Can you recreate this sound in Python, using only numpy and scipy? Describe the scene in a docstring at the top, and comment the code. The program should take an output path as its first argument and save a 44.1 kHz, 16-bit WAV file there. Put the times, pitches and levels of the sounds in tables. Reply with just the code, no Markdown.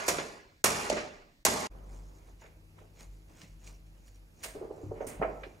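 """Hard hammer blows with bounces ring out first: steel on a wooden bed end, in a hard-walled workshop.
Each blow rings the wood, cracks, rattles and booms the bed; a limiter ducks the loud sound.
The sound cuts out, then resumes closer to the room's rumble. A hand rubs and grips the wood, made from
tiny clicks and soft noise, among dull knocks of the slipping joint and bright clicks, scrapes and cracks."""
import sys
import numpy as np
from scipy import signal
from scipy.fft import rfft, irfft, next_fast_len
from scipy.io import wavfile
from scipy.ndimage import uniform_filter1d, minimum_filter1d, map_coordinates

SR = 44100
rng = np.random.default_rng(int(sys.argv[2]) if len(sys.argv) > 2 else 0)


def bounce(signal):
    """Save signal as a 16-bit WAV file at the path given by the first command-line argument."""
    frames = np.transpose(np.atleast_2d(signal))
    limited = np.clip(frames, -1, 1)
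    pcm = np.round(limited * 32767).astype(np.int16)
    wavfile.write(sys.argv[1], SR, pcm)


N = 246959
T = np.arange(N) / SR
PRE = SR // 4  # samples of run-up, so a blow just before time zero can still ring
CUT_S = 1.697  # hammering before this time, handwork after it


def from_db(db):
    """Turn decibels into a gain."""
    return 10 ** (np.asarray(db) / 20)


def rms_one(x):
    """Scale a sound to rms 1."""
    return x / np.sqrt(np.mean(x ** 2) + 1e-20)


def curve(rows):
    """Read a (time_s, value) table at every sample."""
    return np.interp(T, *np.transpose(rows))


def at_hz(points, hz):
    """Read a (pitch_hz, value) table on a log-pitch axis."""
    table_hz, values = np.array(points).T
    return np.interp(np.log(hz + 1), np.log(table_hz), values)


def colour(x, gain):
    """Filter a sound by a gain given as a function of pitch in Hz."""
    size = next_fast_len(x.shape[-1] + 4096)
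    spectrum = rfft(x, size) * gain(np.fft.rfftfreq(size, 1 / SR))
    return irfft(spectrum, size)[..., :x.shape[-1]]


def stereo_noise(size, alike):
    """White noise whose two sides are as alike at each pitch as the table says."""
    mid, side = rng.standard_normal((2, size))
    mid = colour(mid, lambda hz: np.sqrt(1 + np.clip(at_hz(alike, hz), -1, 1)))
    side = colour(side, lambda hz: np.sqrt(1 - np.clip(at_hz(alike, hz), -1, 1)))
    return np.array([mid + side, mid - side]) / np.sqrt(2)


def uneven(size, step, depth_db, top):
    """A gain that jumps at random every few samples; top limits the upward jumps."""
    jumps = np.clip(rng.standard_normal(size // step), -3, top)
    return np.repeat(from_db(depth_db * jumps), step)


def patchy(x, depth_db):
    """Make the colour vary in small patches of pitch and time, fully above 1 kHz and less below."""
    patch_hz, patch_s = 300, .025
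    f, t, z = signal.stft(x, SR, nperseg=512)
    coarse = rng.standard_normal((int(f[-1] / patch_hz) + 2, int(t[-1] / patch_s) + 2))
    places = np.meshgrid(f / patch_hz, t / patch_s, indexing="ij")
    field = map_coordinates(coarse, places, order=1)
    gain = from_db(depth_db * field * np.clip(f / 1000, 0, 1)[:, None])
    return signal.istft(z * gain, SR, nperseg=512)[1][..., :x.shape[-1]]


# how alike the two sides of the air noise are: pitch_hz, likeness (-1 to 1)
AIR_ALIKE = [(60, 0.77), (130, 0.96), (290, 0.85), (640, 0.00043), (1410, -0.27), (3100, -0.81), (6820, 1),
             (15000, -0.0096)]


def air(spectrum, level_db):
    """Spread-out noise of a given colour and rms level."""
    noise = stereo_noise(N, AIR_ALIKE)
    return from_db(level_db) * rms_one(colour(noise, lambda f: from_db(at_hz(spectrum, f))))


# colour of the air during the hammering: pitch_hz, relative_level_db (per Hz)
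HAMMERING_AIR = [(15, -47.5), (25, 27), (249, 7.5), (317, 9.5), (503, -35), (775, -20.5), (1130, -38.5),
                 (1890, 1.5), (2910, -8.5), (3920, -3), (8590, -13), (9320, -19), (16000, -15)]


def hammering_air():
    """Quiet, steady background noise under the blows."""
    return air(HAMMERING_AIR, level_db=-64.5)


# colour of the air during the handwork: pitch_hz, relative_level_db (per Hz)
HANDWORK_AIR = [(20, -43), (40, -3), (70, -5.5), (125, -16), (200, -17.5), (350, -22), (600, -24.5),
                (1000, -32.5), (2000, -33), (2600, -32.5), (3500, -38), (5000, -38.5), (6500, -39.5),
                (9000, -45.5), (11000, -40), (16000, -48.5)]


def handwork_air():
    """Background noise under the handwork, its colour shifting in small patches."""
    return patchy(air(HANDWORK_AIR, level_db=-61), depth_db=2.0)


def narrow(hz, width_hz):
    """Noise in a narrow resonance: a wavering tone, rms 1."""
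    noise = rng.standard_normal(N)
    return rms_one(colour(noise, lambda f: 1 / (1 + (2 * (f - hz) / width_hz) ** 2)))


def wavering(hz, width_hz, steady):
    """A steady tone with narrow noise about it, rms 1."""
    tone = np.sin(2 * np.pi * hz * T + rng.uniform(0, 2 * np.pi))
    return rms_one(steady * tone + narrow(hz, width_hz))


# machine tones: pitch_hz, width_hz, level_db (before the tilt to the left)
HUM = [(98.7, 6.1, -64.5), (157, 5, -68), (318, 10, -74)]
# how the low rumble comes and goes: time_s, level_db (before the tilt to the left)
RUMBLE = [(1.7, -44), (1.73, -48), (2.08, -47), (2.19, -56), (2.65, -58.5), (2.74, -74), (3.1, -46),
          (3.4, -78), (3.53, -53.5), (4.36, -58), (4.41, -74), (4.5, -50), (4.68, -77), (4.98, -48),
          (5.14, -71), (5.18, -47), (5.54, -59), (5.6, -103)]


def machines():
    """A wavering rumble and hum from plant outside the room, stronger on the left."""
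    rumble_hz, rumble_width_hz = 47, 5
    hum = sum(from_db(level_db) * wavering(hz, width_hz, steady=2.54) for hz, width_hz, level_db in HUM)
    rumble = from_db(curve(RUMBLE)) * wavering(rumble_hz, rumble_width_hz, steady=1.64)
    tilted = (hum + rumble) * from_db([[.9], [-.9]])
    # a fainter, wider part pushes opposite ways on the two sides
    opposed = from_db(curve(RUMBLE) - 25) * narrow(rumble_hz, 23.0) * [[1], [-1]]
    return tilted + opposed


# likeness of the room's two sides: pitch_hz, likeness (-1 to 1)
ROOM_ALIKE = [(60, 0.55), (130, 0.97), (290, 0.86), (640, 0.47), (1410, -0.47), (3100, 0.42), (6820, 0.81),
              (15000, -0.94)]
# time the room takes to fall 60 dB: pitch_hz, fade60_s
ROOM_T60 = [(80, 0.55), (250, 0.69), (600, 0.59), (1500, 0.74), (4000, 0.78), (8000, 0.51), (15000, 0.21)]
# colour of the room's tail: pitch_hz, relative_level_db
ROOM_COLOUR = [(60, -6), (150, 8.5), (300, 2), (700, 3), (1500, -1.5), (4000, -5), (8000, -15), (15000, -3)]


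def workshop(x, room_db):
    """Direct sound plus a spread-out room tail that builds up and dies band by band."""
    build_s = 0.0011
    t = np.arange(SR) / SR
    white = [stereo_noise(SR, ROOM_ALIKE) for _ in range(2)]
    edges = 40 * 2 ** np.arange(0, 9.1, .5)
    tail = 0
    for k, (low, high) in enumerate(zip(edges, edges[1:])):
        hz = np.sqrt(low * high)
        half_octave = signal.butter(2, [low, high], "band", fs=SR, output="sos")
        band = signal.sosfilt(half_octave, white[k % 2])  # neighbouring bands are unrelated
        tail = tail + band * from_db(at_hz(ROOM_COLOUR, hz) - 60 * t / at_hz(ROOM_T60, hz))
    tail = tail * (1 - np.exp(-t / build_s))
    tail = from_db(room_db) * tail / np.sqrt(np.mean(np.sum(tail ** 2, axis=1)))
    echo = signal.fftconvolve(x.mean(axis=0)[None], tail, axes=1)[:, :N + PRE]
    return (x + patchy(echo, depth_db=3.0))[:, PRE:]


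# thin panel of the bed end, colouring every crack and rub:
# pitch_hz, width_hz, level_db (over the direct sound)
PANEL = [(1166, 320, -5.5), (1576, 230, -6), (1835, 210, -1), (2157, 360, 3.5), (2447, 300, -0.5),
         (2890, 76, 0), (3400, 90, -9.5), (4165, 120, 0), (4840, 80, -2), (5725, 200, -0.5), (6280, 86, -2),
         (6770, 420, 2.5), (7260, 150, 1.5), (7940, 250, 1), (8730, 270, 2.5), (9280, 160, 5),
         (10600, 85, 7), (11500, 130, 5.5)]


def panel(f, detune):
    """Direct sound plus the panel's resonances; each contact may meet slightly shifted pitches."""
    hz, width_hz, level_db = np.array(PANEL).T[:, :, None]
    hz = hz * (1 + detune * rng.standard_normal(hz.shape))
    return 1 + np.sum(from_db(level_db) / (1 + 2j * (f - hz) / width_hz), axis=0)


# hand and body moving against the bed; rise and fall each span 20 dB:
# peak_s, skin_and_cloth_rub_db, dull_shuffle_db, rise_s, fall_s, wood_scrape_db
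STROKES = [(1.76, -82, -55.5, 0.27, 0.6, -76.5), (1.924, -65.5, -63.5, 0.061, 0.16, -78),
           (2.181, -74, -66.5, 0.37, 0.2, -82.5), (2.29, -75, -62.5, 0.064, 0.071, -71),
           (2.415, -69, -72, 0.035, 0.085, -66.5), (2.459, -72, -68, 0.055, 0.078, -70),
           (2.785, -72, -59.5, 0.042, 0.16, -70.5), (2.965, -76, -71, 0.036, 0.087, -81),
           (3.01, -61, -58.5, 0.055, 0.059, -60), (3.03, -67, -60.5, 0.022, 0.077, -83),
           (3.14, -75, -70, 0.076, 0.19, -84), (3.3, -74.5, -62, 0.022, 0.15, -78),
           (3.375, -78, -68, 0.055, 0.066, -77), (3.414, -61.5, -71, 0.11, 0.14, -61.5),
           (3.645, -65, -66, 0.041, 0.076, -65), (3.679, -58, -60.5, 0.052, 0.07, -64),
           (3.71, -69, -61.5, .03, 0.082, -75), (3.869, -75, -78, 0.026, 0.051, -82),
           (3.95, -79, -68.5, 0.026, 0.29, -78), (4.077, -67, -90, 0.054, 0.052, -76),
           (4.154, -73.5, -82, 0.056, 0.058, -78), (4.429, -60, -56.5, 0.075, 0.035, -65),
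           (4.57, -89, -51.5, 0.04, 0.13, -85), (4.65, -82, -52, 0.073, 0.081, -79),
           (4.74, -78, -56.5, 0.036, 0.29, -87), (4.96, -81, -57, 0.074, 0.34, -77),
           (5.029, -71, -48, 0.072, 0.45, -72), (4.84, -70, -61, 0.13, 0.11, -73),
           (5.36, -73.5, -77, 0.39, 1, -75)]


def strokes(column):
    """Each stroke swells to its peak and dies away, evenly in dB."""
    total = 0
    for row in STROKES:
        peak_s, rise_s, fall_s = row[0], row[3], row[4]
        away = np.maximum((peak_s - T) / rise_s, (T - peak_s) / fall_s)
        total = total + from_db(row[column] - 20 * away)
    return total


# colour of the dull shuffle: pitch_hz, relative_level_db (per Hz)
SHUFFLE_COLOUR = [(150, -2.5), (300, -1.5), (550, -4.5), (1000, -8), (2200, -24), (4000, -48)]


def shuffling():
    """Hand and body shuffle dully: soft noise that swells with each stroke."""
    return strokes(column=2) * air(SHUFFLE_COLOUR, level_db=0)


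# colour of the rubbing before the panel: pitch_hz, relative_level_db (per Hz)
RUB_COLOUR = [(500, -10), (1200, -7.5), (2100, -4), (3700, 2), (5000, 5.5), (6700, 4.5), (9000, -5.5),
              (12000, -14.5), (16000, -5)]


def rubbing(per_s, lump_db):
    """Skin, cloth and wood catch in dense small clicks that come in lumps and sound through the panel."""
    split_hz = 3600
    out = 0
    for column, slope in [(1, -6), (5, 6)]:  # skin and cloth above the split, wood scrape below
        lumps = np.repeat(from_db(lump_db * rng.standard_normal(N // 150 + 1)), 150)[:N]
        grains = (rng.random(N) < per_s / SR) * rng.standard_normal(N) * lumps
        grains = colour(grains, lambda f: from_db(at_hz(RUB_COLOUR, f)) * panel(f, detune=0)
                        / (1 + ((f + 1) / split_hz) ** slope))
        out = out + rms_one(patchy(grains, depth_db=5.0)) * strokes(column=column)
    return np.pad(out, (PRE, 0))


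# ringing tones of the bed end: pitch_hz, hammer_level_db, handwork_level_db,
# fade60_s (before ring length)
WOOD = [(99, 4, -9, 0.068), (155.6, -9.5, -3.5, 0.13), (212, -6.5, 0, 0.088), (263, 8, 11.5, 0.066),
        (307, 1.5, -1.5, 0.11), (355, -3, -7, 0.11), (393.6, 4, 4, 0.068), (447, -7.5, 1, 0.077),
        (463, -16, -12, 0.099), (530, -6, -11, 0.032), (560, -3, -1.5, 0.048), (596.6, -2.5, -4, 0.069),
        (690, 1, 2, 0.025), (810, 8.5, -2, 0.029), (740, -13, -6, 0.1), (911, -6.5, 2.5, 0.066),
        (1070, 13.5, 19, 0.023), (1320, 4, 9, 0.077), (1640, -4, 11, 0.022), (1950, -5, -9, .03),
        (2420, 2, -11, .03)]
# likeness of the board's two sides: pitch_hz, likeness (-1 to 1)
BOARD_ALIKE = [(60, 0.17), (130, 0.83), (290, 0.95), (640, 0.96), (1410, 0.03), (3100, 0.02), (6820, 0.91),
               (15000, 0.6)]


def strikes(events, spectrum, column, scatter, rattle_t60, grit_db, wood_lag, wide, clatter_db, edge):
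    """Each contact rings the wood near its pitch and gives a gritty crack, then loose parts rattle."""
    hit_detune = .015  # random shift of the tones from hit to hit, as a share
    wood_delay_s = .0025  # the board answers after the contact
    panel_detune, rattle_top_hz = .02, 9000
    t = np.arange(SR // 3) / SR
    modes = np.array(WOOD).T[:, :, None]
    tuned_hz, mode_db, t60 = modes[0], modes[column], modes[-1]
    every_hz = np.arange(SR // 2)
    power = from_db(at_hz(spectrum, every_hz)) ** 2 * np.abs(panel(every_hz, detune=0)) ** 2
    unit = np.sqrt(np.mean(power))  # evens out the loudness of the crack colour
    dull_rattle = signal.butter(2, min(rattle_top_hz, SR / 3), fs=SR)
    out = np.zeros((2, N + PRE + len(t)))
    for (s, wood_db, centre_hz, spread, length, crack_db, crack_t60, rattle_db,
         rise, bottom_hz, top_hz) in events:
        at, swing = PRE + round(s * SR), wood_lag * rise

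        # wood: tones near the loudest pitch are favoured
        hz = tuned_hz * (1 + hit_detune * rng.standard_normal(tuned_hz.shape))
        nearness = 1 / (1 + (np.log2(hz / centre_hz) / spread) ** 2) ** 2
        share = from_db(mode_db + rng.normal(0, 1.0, hz.shape)) * nearness
        phase = scatter * rng.standard_normal(hz.shape)  # less scatter gives one firmer thump
        # a long board reaches each side differently
        phase = phase + wide * hz / 1000 * rng.standard_normal((2, len(hz), 1))
        waves = np.cos(2 * np.pi * hz * (t - wood_delay_s - swing) + phase)
        ring = -np.sum(share * waves * from_db(-60 * t / (t60 * length)), axis=1)
        # the board swings up after the crack
        ring *= np.sin(np.pi / 2 * np.clip((t - wood_delay_s) / swing, 0, 1)) ** 2

        # crack and rattle share one gritty noise
        grit = stereo_noise(len(t), BOARD_ALIKE) * uneven(len(t), 30, grit_db, top=1.5)
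        clatter = uneven(len(t), 210, clatter_db, top=1.6)  # loose parts touch unevenly
        rattle = grit * clatter * from_db(rattle_db - 60 * t / rattle_t60)
        rattle = signal.lfilter(*dull_rattle, rattle)
        crack = grit * from_db(crack_db - 60 * t / crack_t60)
        crack = colour((crack + rattle) * np.minimum(t / rise, 1),
                       lambda f: from_db(at_hz(spectrum, f)) * panel(f, panel_detune) / unit
                       / (1 + (f / top_hz) ** edge) / (1 + (bottom_hz / (f + 1)) ** 3))
        out[:, at:at + len(t)] += from_db(wood_db) * ring / np.abs(ring).max() + crack
    return out[:, :N + PRE]


# the joint slips and knocks: start_s, wood_db, loudest_wood_hz, spread_octaves, ring_length_times,
# crack_db, rise_s, crack_top_hz
KNOCKS = [(2.414, -49.5, 900, 0.31, 1.2, -60, .004, 2700), (2.438, -50, 596, 0.57, 0.76, -51, 0.0038, 2500),
          (2.782, -54, 1040, 0.43, 0.9, -56.5, 0.005, 3480), (2.808, -53, 507, 0.68, 0.71, -53, .008, 1496),
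          (2.839, -53.5, 447, 0.46, 1.3, -65, .008, 1500),
          (3.423, -46, 146.5, 0.6, 0.85, -55, 0.0099, 8000),
          (4.45, -42.5, 457, 0.66, 1.3, -51, 0.0084, 2946),
          (4.544, -33.5, 464, 0.43, 1.03, -43, .011, 1080),
          (4.609, -33, 422, 0.28, 0.98, -34.5, 0.012, 1070), (4.638, -38, 450, 0.45, 0.59, -53, 0.011, 980),
          (4.700, -31.5, 454, 0.5, 0.65, -35, 0.01, 1130),
          (4.776, -41.5, 413, 0.54, 0.59, -41, 0.0078, 982),
          (4.808, -41, 486, 0.19, 1.2, -53.5, 0.0066, 995), (4.824, -37, 337, 0.23, 0.92, -43, 0.012, 1012),
          (4.835, -37, 99, 0.26, 2, -58.5, 0.0038, 800), (4.861, -37.5, 105, 0.35, 1.4, -71, 0.0126, 795),
          (4.891, -37.5, 110, .3, .8, -60, 0.0103, 800), (4.907, -26.5, 534, 0.51, 1, -43.5, 0.0097, 1160),
          (4.95, -45, 480, 0.58, 0.95, -44.5, 0.034, 2680),
          (5.002, -25, 580, 0.44, 0.77, -39.5, 0.0057, 2340),
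          (5.018, -31, 610, 0.53, 0.75, -47, 0.00497, 2000),
          (5.037, -34.5, 510, 0.27, 1.1, -64, .009, 2030), (5.192, -32, 169, 0.36, 0.47, -36, 0.0079, 1200),
          (5.213, -17, 641, 0.59, 0.39, -36, 0.0021, 1700),
          (5.2205, -20, 480, 0.53, 0.86, -25, 0.0039, 2280),
          (5.228, -22.5, 1050, 0.36, 0.91, -37.5, 0.0029, 2440),
          (5.244, -26.5, 650, .3, 1.05, -44, 0.0053, 2000),
          (5.27, -37.5, 595, 0.42, 1.6, -42.5, 0.0101, 2200),
          (5.253, -35, 510, 0.42, 0.55, -59, 0.008, 1880),
          (5.459, -39.5, 410, 0.49, 0.82, -75, 0.0062, 1510)]
# bright clicks, scrapes and cracks, some as the rubbing hand catches:
# start_s, wood_db, crack_db, crack_fade60_s, crack_bottom_hz, crack_top_hz
BRIGHT_CLICKS = [(2.414, -68, -54.5, 0.43, 300, 3100), (3.642, -67, -47, 0.021, 4400, 8000),
                 (3.006, -68, -50, 0.042, 920, 8900), (3.03, -62, -52, 0.043, 897, 8000),
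                 (3.415, -70, -43.5, .04, 1500, 7980), (3.673, -68, -44, 0.044, 1475, 8900),
                 (4.078, -79, -54, 0.034, 1210, 16040), (4.156, -77, -56.5, .03, 1805, 12060),
                 (4.429, -73, -40.5, 0.068, 1530, 12100), (4.435, -72.5, -35, 0.073, 900, 17500),
                 (4.44, -70, -34.5, 0.087, 896, 17500), (4.449, -72, -43.5, 0.37, 600, 17500),
                 (5.067, -41.5, -36, 0.27, 5800, 14200), (5.069, -65, -44.5, 0.63, 1140, 3500),
                 (5.433, -46.5, -38.5, 0.11, 306, 4200)]
# crack colour of the knocks and bright clicks: pitch_hz, relative_level_db (per Hz)
HANDWORK_CRACK = [(150, -62), (500, 13), (1000, -1), (2000, -2.5), (3500, -2.5), (6000, -5), (7800, -4),
                  (8800, -1.5), (9800, -5.5), (12000, -9.5), (16000, -4.5)]


def knocks_and_clicks():
    """The slipping joint knocks dully; bright clicks, scrapes and cracks join in, mostly noise."""
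    knock_bottom_hz, knock_rattle_below_db = 200, 17.5
    knock_crack_t60_s = 0.15  # times the ring length
    click_wood_hz, click_spread_oct, click_rise_s, click_rattle_below_db = 436, 0.59, 0.0021, 22.5
    events = [(s, wood, hz, spread, length, crack, knock_crack_t60_s * length,
               crack - knock_rattle_below_db, rise, knock_bottom_hz, top)
              for s, wood, hz, spread, length, crack, rise, top in KNOCKS]
    events += [(s, wood, click_wood_hz, click_spread_oct, 1, crack, t60,
                crack - click_rattle_below_db, click_rise_s, bottom, top)
               for s, wood, crack, t60, bottom, top in BRIGHT_CLICKS]
    return strikes(events, HANDWORK_CRACK, column=2, scatter=1.28, rattle_t60=0.32, grit_db=3.0,
                   wood_lag=0.99, wide=0.92, clatter_db=4.0, edge=6.0)


# whole bed booming under a blow: pitch_hz, relative_level_db, fade60_s
FRAME = [(63.3, -10.5, 1), (90, -11, 0.54), (97, -10.5, 0.27), (146, -5, 0.35), (168, -3, 0.38),
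         (48, -9, 0.42), (121, -8, 0.27), (210.1, -2, 0.25), (255.6, 1.75, 0.2)]


def boom(below_db, rise, wide):
    """The whole bed swings up after each blow and booms in low, fading tones."""
    t = np.arange(SR // 2) / SR
    hz, mode_db, t60 = np.array(FRAME).T[:, :, None]
    out = np.zeros((2, N + PRE + len(t)))
    for s, wood_db, *_ in BLOWS:
        at = PRE + round(s * SR)
        phase = rng.uniform(0, 2 * np.pi, hz.shape) + wide * rng.standard_normal((2, len(hz), 1))
        fade = from_db(mode_db + rng.normal(0, 1.5, hz.shape) - 60 * t / t60)
        rings = fade * np.sin(2 * np.pi * hz * t + phase)
        swell = np.minimum(t / rise, 1) ** 2
        out[:, at:at + len(t)] += from_db(wood_db - below_db) * rings.sum(axis=1) * swell
    return out[:, :N + PRE]


# high tones of the steel hammer head: pitch_hz, relative_level_db,
# fade60_s (the fade never begins, as the swell outlasts the sound)
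HEAD = [(4120, -8, 0.0098), (5430, -2, 0.0083), (5870, -11, .02), (6480, -11, .03), (6680, -10, 0.05),
        (6820, -12, .04), (7380, -6, .02), (7800, -5, .009), (8740, -9.5, 0.03), (9230, -2, .012),
        (10760, -8, .008), (11500, -7, 0.0042)]


def hammer_head():
    """High steel tones swell in extremely faintly after each contact, practically unheard."""
    swell_share = .6  # of the crack bottom figure, taken as seconds
    right_db, wide_rad = -3.5, .6  # right over left; phase scatter between the sides
    t = np.arange(SR // 3) / SR
    hz, mode_db, t60 = np.array(HEAD).T[:, :, None]
    out = np.zeros((2, N + PRE + len(t)))
    for s, *_, crack_bottom, top_hz, tone_db in BLOWS:
        swell_s = swell_share * crack_bottom  # minutes long, so only its very start is played
        at, late = PRE + round(s * SR), t - swell_s
        phase = wide_rad * rng.standard_normal((2, len(hz), 1))
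        fade = from_db(mode_db + rng.normal(0, 2.5, hz.shape) - 60 * np.maximum(late, 0) / t60)
        rings = fade * np.sin(2 * np.pi * hz * late + phase)
        swell = np.minimum(t / swell_s, 1) ** 2
        out[:, at:at + len(t)] += from_db(tone_db) * rings.sum(axis=1) * swell
    return out[:, :N + PRE] * from_db([[-right_db / 2], [right_db / 2]])


# hammer blows and bounces; the first begins before time zero: start_s, wood_db, loudest_wood_hz,
# spread_octaves, ring_length_times, crack_db, crack_fade60_s, rise_s, crack_bottom_hz, crack_top_hz,
# steel_tone_db (before the very slow swell)
BLOWS = [(-.19, -4.5, 595, 0.74, 1.2, -2, 0.12, 0.00044, 292, 12750, -8),
         (.062, -40, 788, 0.9, 1.4, -37.5, 0.32, 0.0065, 303, 15200, -50.5),
         (.079, -15, 562, 0.62, 1.2, -16, 0.046, 0.0038, 1500, 12800, -26.5),
         (.085, -20.5, 700, 0.56, 2.1, -18, 0.1, 0.0016, 600, 11800, -27),
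         (.182, -23.5, 567, 0.83, 1.2, -26, 0.11, 0.0037, 296.6, 5007, -50),
         (0.64, -3.5, 600, 0.76, 0.66, -2.5, 0.065, 0.0035, 892, 17420, 0),
         (0.65, -11.5, 1153, 0.43, 0.4, -19, 0.038, 0.0018, 885, 9000, -30.5),
         (0.657, -22.5, 1165, 0.67, 1, -11, 0.14, 0.00047, 300, 12130, -17),
         (.665, -29.5, 593, 0.48, 0.79, -20.5, 0.069, 0.0027, 1940, 10930, -16.5),
         (0.898, -15.5, 617.6, 0.31, 0.87, -17, 0.028, 0.002, 1900, 7880, -30),
         (.912, -25.5, 684, 0.43, .8, -25, 0.15, 0.0031, 1730, 3000, -50),
         (0.923, -24.5, 400, 0.55, 0.64, -29.5, 0.066, 0.0047, 300, 3000, -47),
         (.966, -23, 624, 0.65, 0.68, -29, 0.3, 0.0031, 880, 4034, -52.5),
         (1.450, -7, 584.5, 0.36, 0.56, -4.5, 0.052, 0.0015, 1500, 16140, -7),
         (1.456, -16.5, 787, 0.36, 0.75, -14, 0.11, 0.0017, 2000, 9000, -18),
         (1.461, -10, 917, 0.35, 1.5, -7, 0.064, 0.0042, 307.5, 9000, -25),
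         (1.477, -15.5, 394.6, 0.66, 1.1, -28.5, 0.04, 0.0047, 2008, 7940, -25)]
# crack colour of the blows: pitch_hz, relative_level_db (per Hz)
CRACK = [(100, -42), (300, -5.5), (700, -1.5), (1300, -5), (2200, -10), (3700, -10.5), (5200, -7),
         (6600, -7), (9000, -10), (12000, -7.5), (16500, -12)]


def hammer_blows():
    """The hammer hits and bounces: each contact rings the wood, cracks and rattles loose parts."""
    rattle_below_db = 16  # under the crack
    events = [(s, wood, hz, spread, length, crack, t60, crack - rattle_below_db, rise, bottom, top)
              for s, wood, hz, spread, length, crack, t60, rise, bottom, top, _ in BLOWS]
    return strikes(events, CRACK, column=1, scatter=0.64, rattle_t60=0.52, grit_db=0.5,
                   wood_lag=0.91, wide=0.6, clatter_db=3.0, edge=4.4)


def scene():
    """Hammering before the cut, work by hand after it."""
    hammering = hammer_blows() + hammer_head() + boom(below_db=27.5, rise=0.0071, wide=0.25)
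    before = workshop(hammering, room_db=-10) + hammering_air()
    handwork = knocks_and_clicks() + rubbing(per_s=2500, lump_db=1.0)
    after = workshop(handwork, room_db=-12.5) + handwork_air() + machines() + shuffling()
    return np.where(T < CUT_S, before, after)


LIMIT_DB = -22  # the limiter's threshold


def limiter(x, start_db):
    """Looks ahead, ducks a share of what exceeds the threshold and lets go at a steady rate."""
    ahead_s, share, release_db_s = .017, 0.66, 77  # release before the share is taken
    ahead = round(ahead_s * SR)
    level = 10 * np.log10(uniform_filter1d(np.mean(x ** 2, axis=0), 200) + 1e-12)
    level = -minimum_filter1d(-level, 2 * ahead + 1)  # loudest level nearby
    level = np.maximum(level, start_db - release_db_s * T)
    held = np.maximum.accumulate(level + release_db_s * T) - release_db_s * T
    excess_db = uniform_filter1d(np.maximum(held - LIMIT_DB, 0), 100)
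    return x * from_db(-share * excess_db)


def gap():
    """Gain around the cut: a quick drop, a faint remnant, then a fade back in."""
    out_s, out_fall_s, back_s = 1.669, .004, .018
    linger_db, linger_db_per_s = -22, 750
    remnant = from_db(linger_db - linger_db_per_s * np.maximum(T - out_s - out_fall_s, 0))
    drop, back = 1 - (T - out_s) / out_fall_s, (T - CUT_S) / back_s
    return np.clip(np.maximum.reduce([drop, remnant, back]), 0, 1)


# tilt of the microphone pair: pitch_hz, left_minus_right_db
SHADE = [(60, -1), (130, 2), (290, 0), (640, -3.5), (1410, -1.5), (3100, -2), (6820, -1), (15000, -10.5)]


def record(dry):
    """Microphone shading, limiter on each side of the cut, the gap, a ceiling, the top cut off."""
    peak, cutoff_hz = .75, 16900  # ceiling of the converter; top of the sound
    pair = colour(dry, lambda f: from_db(at_hz(SHADE, f) / 2 * [[1], [-1]]))
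    first = T < CUT_S
    limited = limiter(pair * first, start_db=-13.5) + limiter(pair * ~first, start_db=LIMIT_DB)
    capped = np.clip(limited * gap(), -peak, peak)
    return signal.sosfilt(signal.cheby2(16, 95, cutoff_hz, fs=SR, output="sos"), capped)


dry = scene()
out = record(dry)
bounce(out)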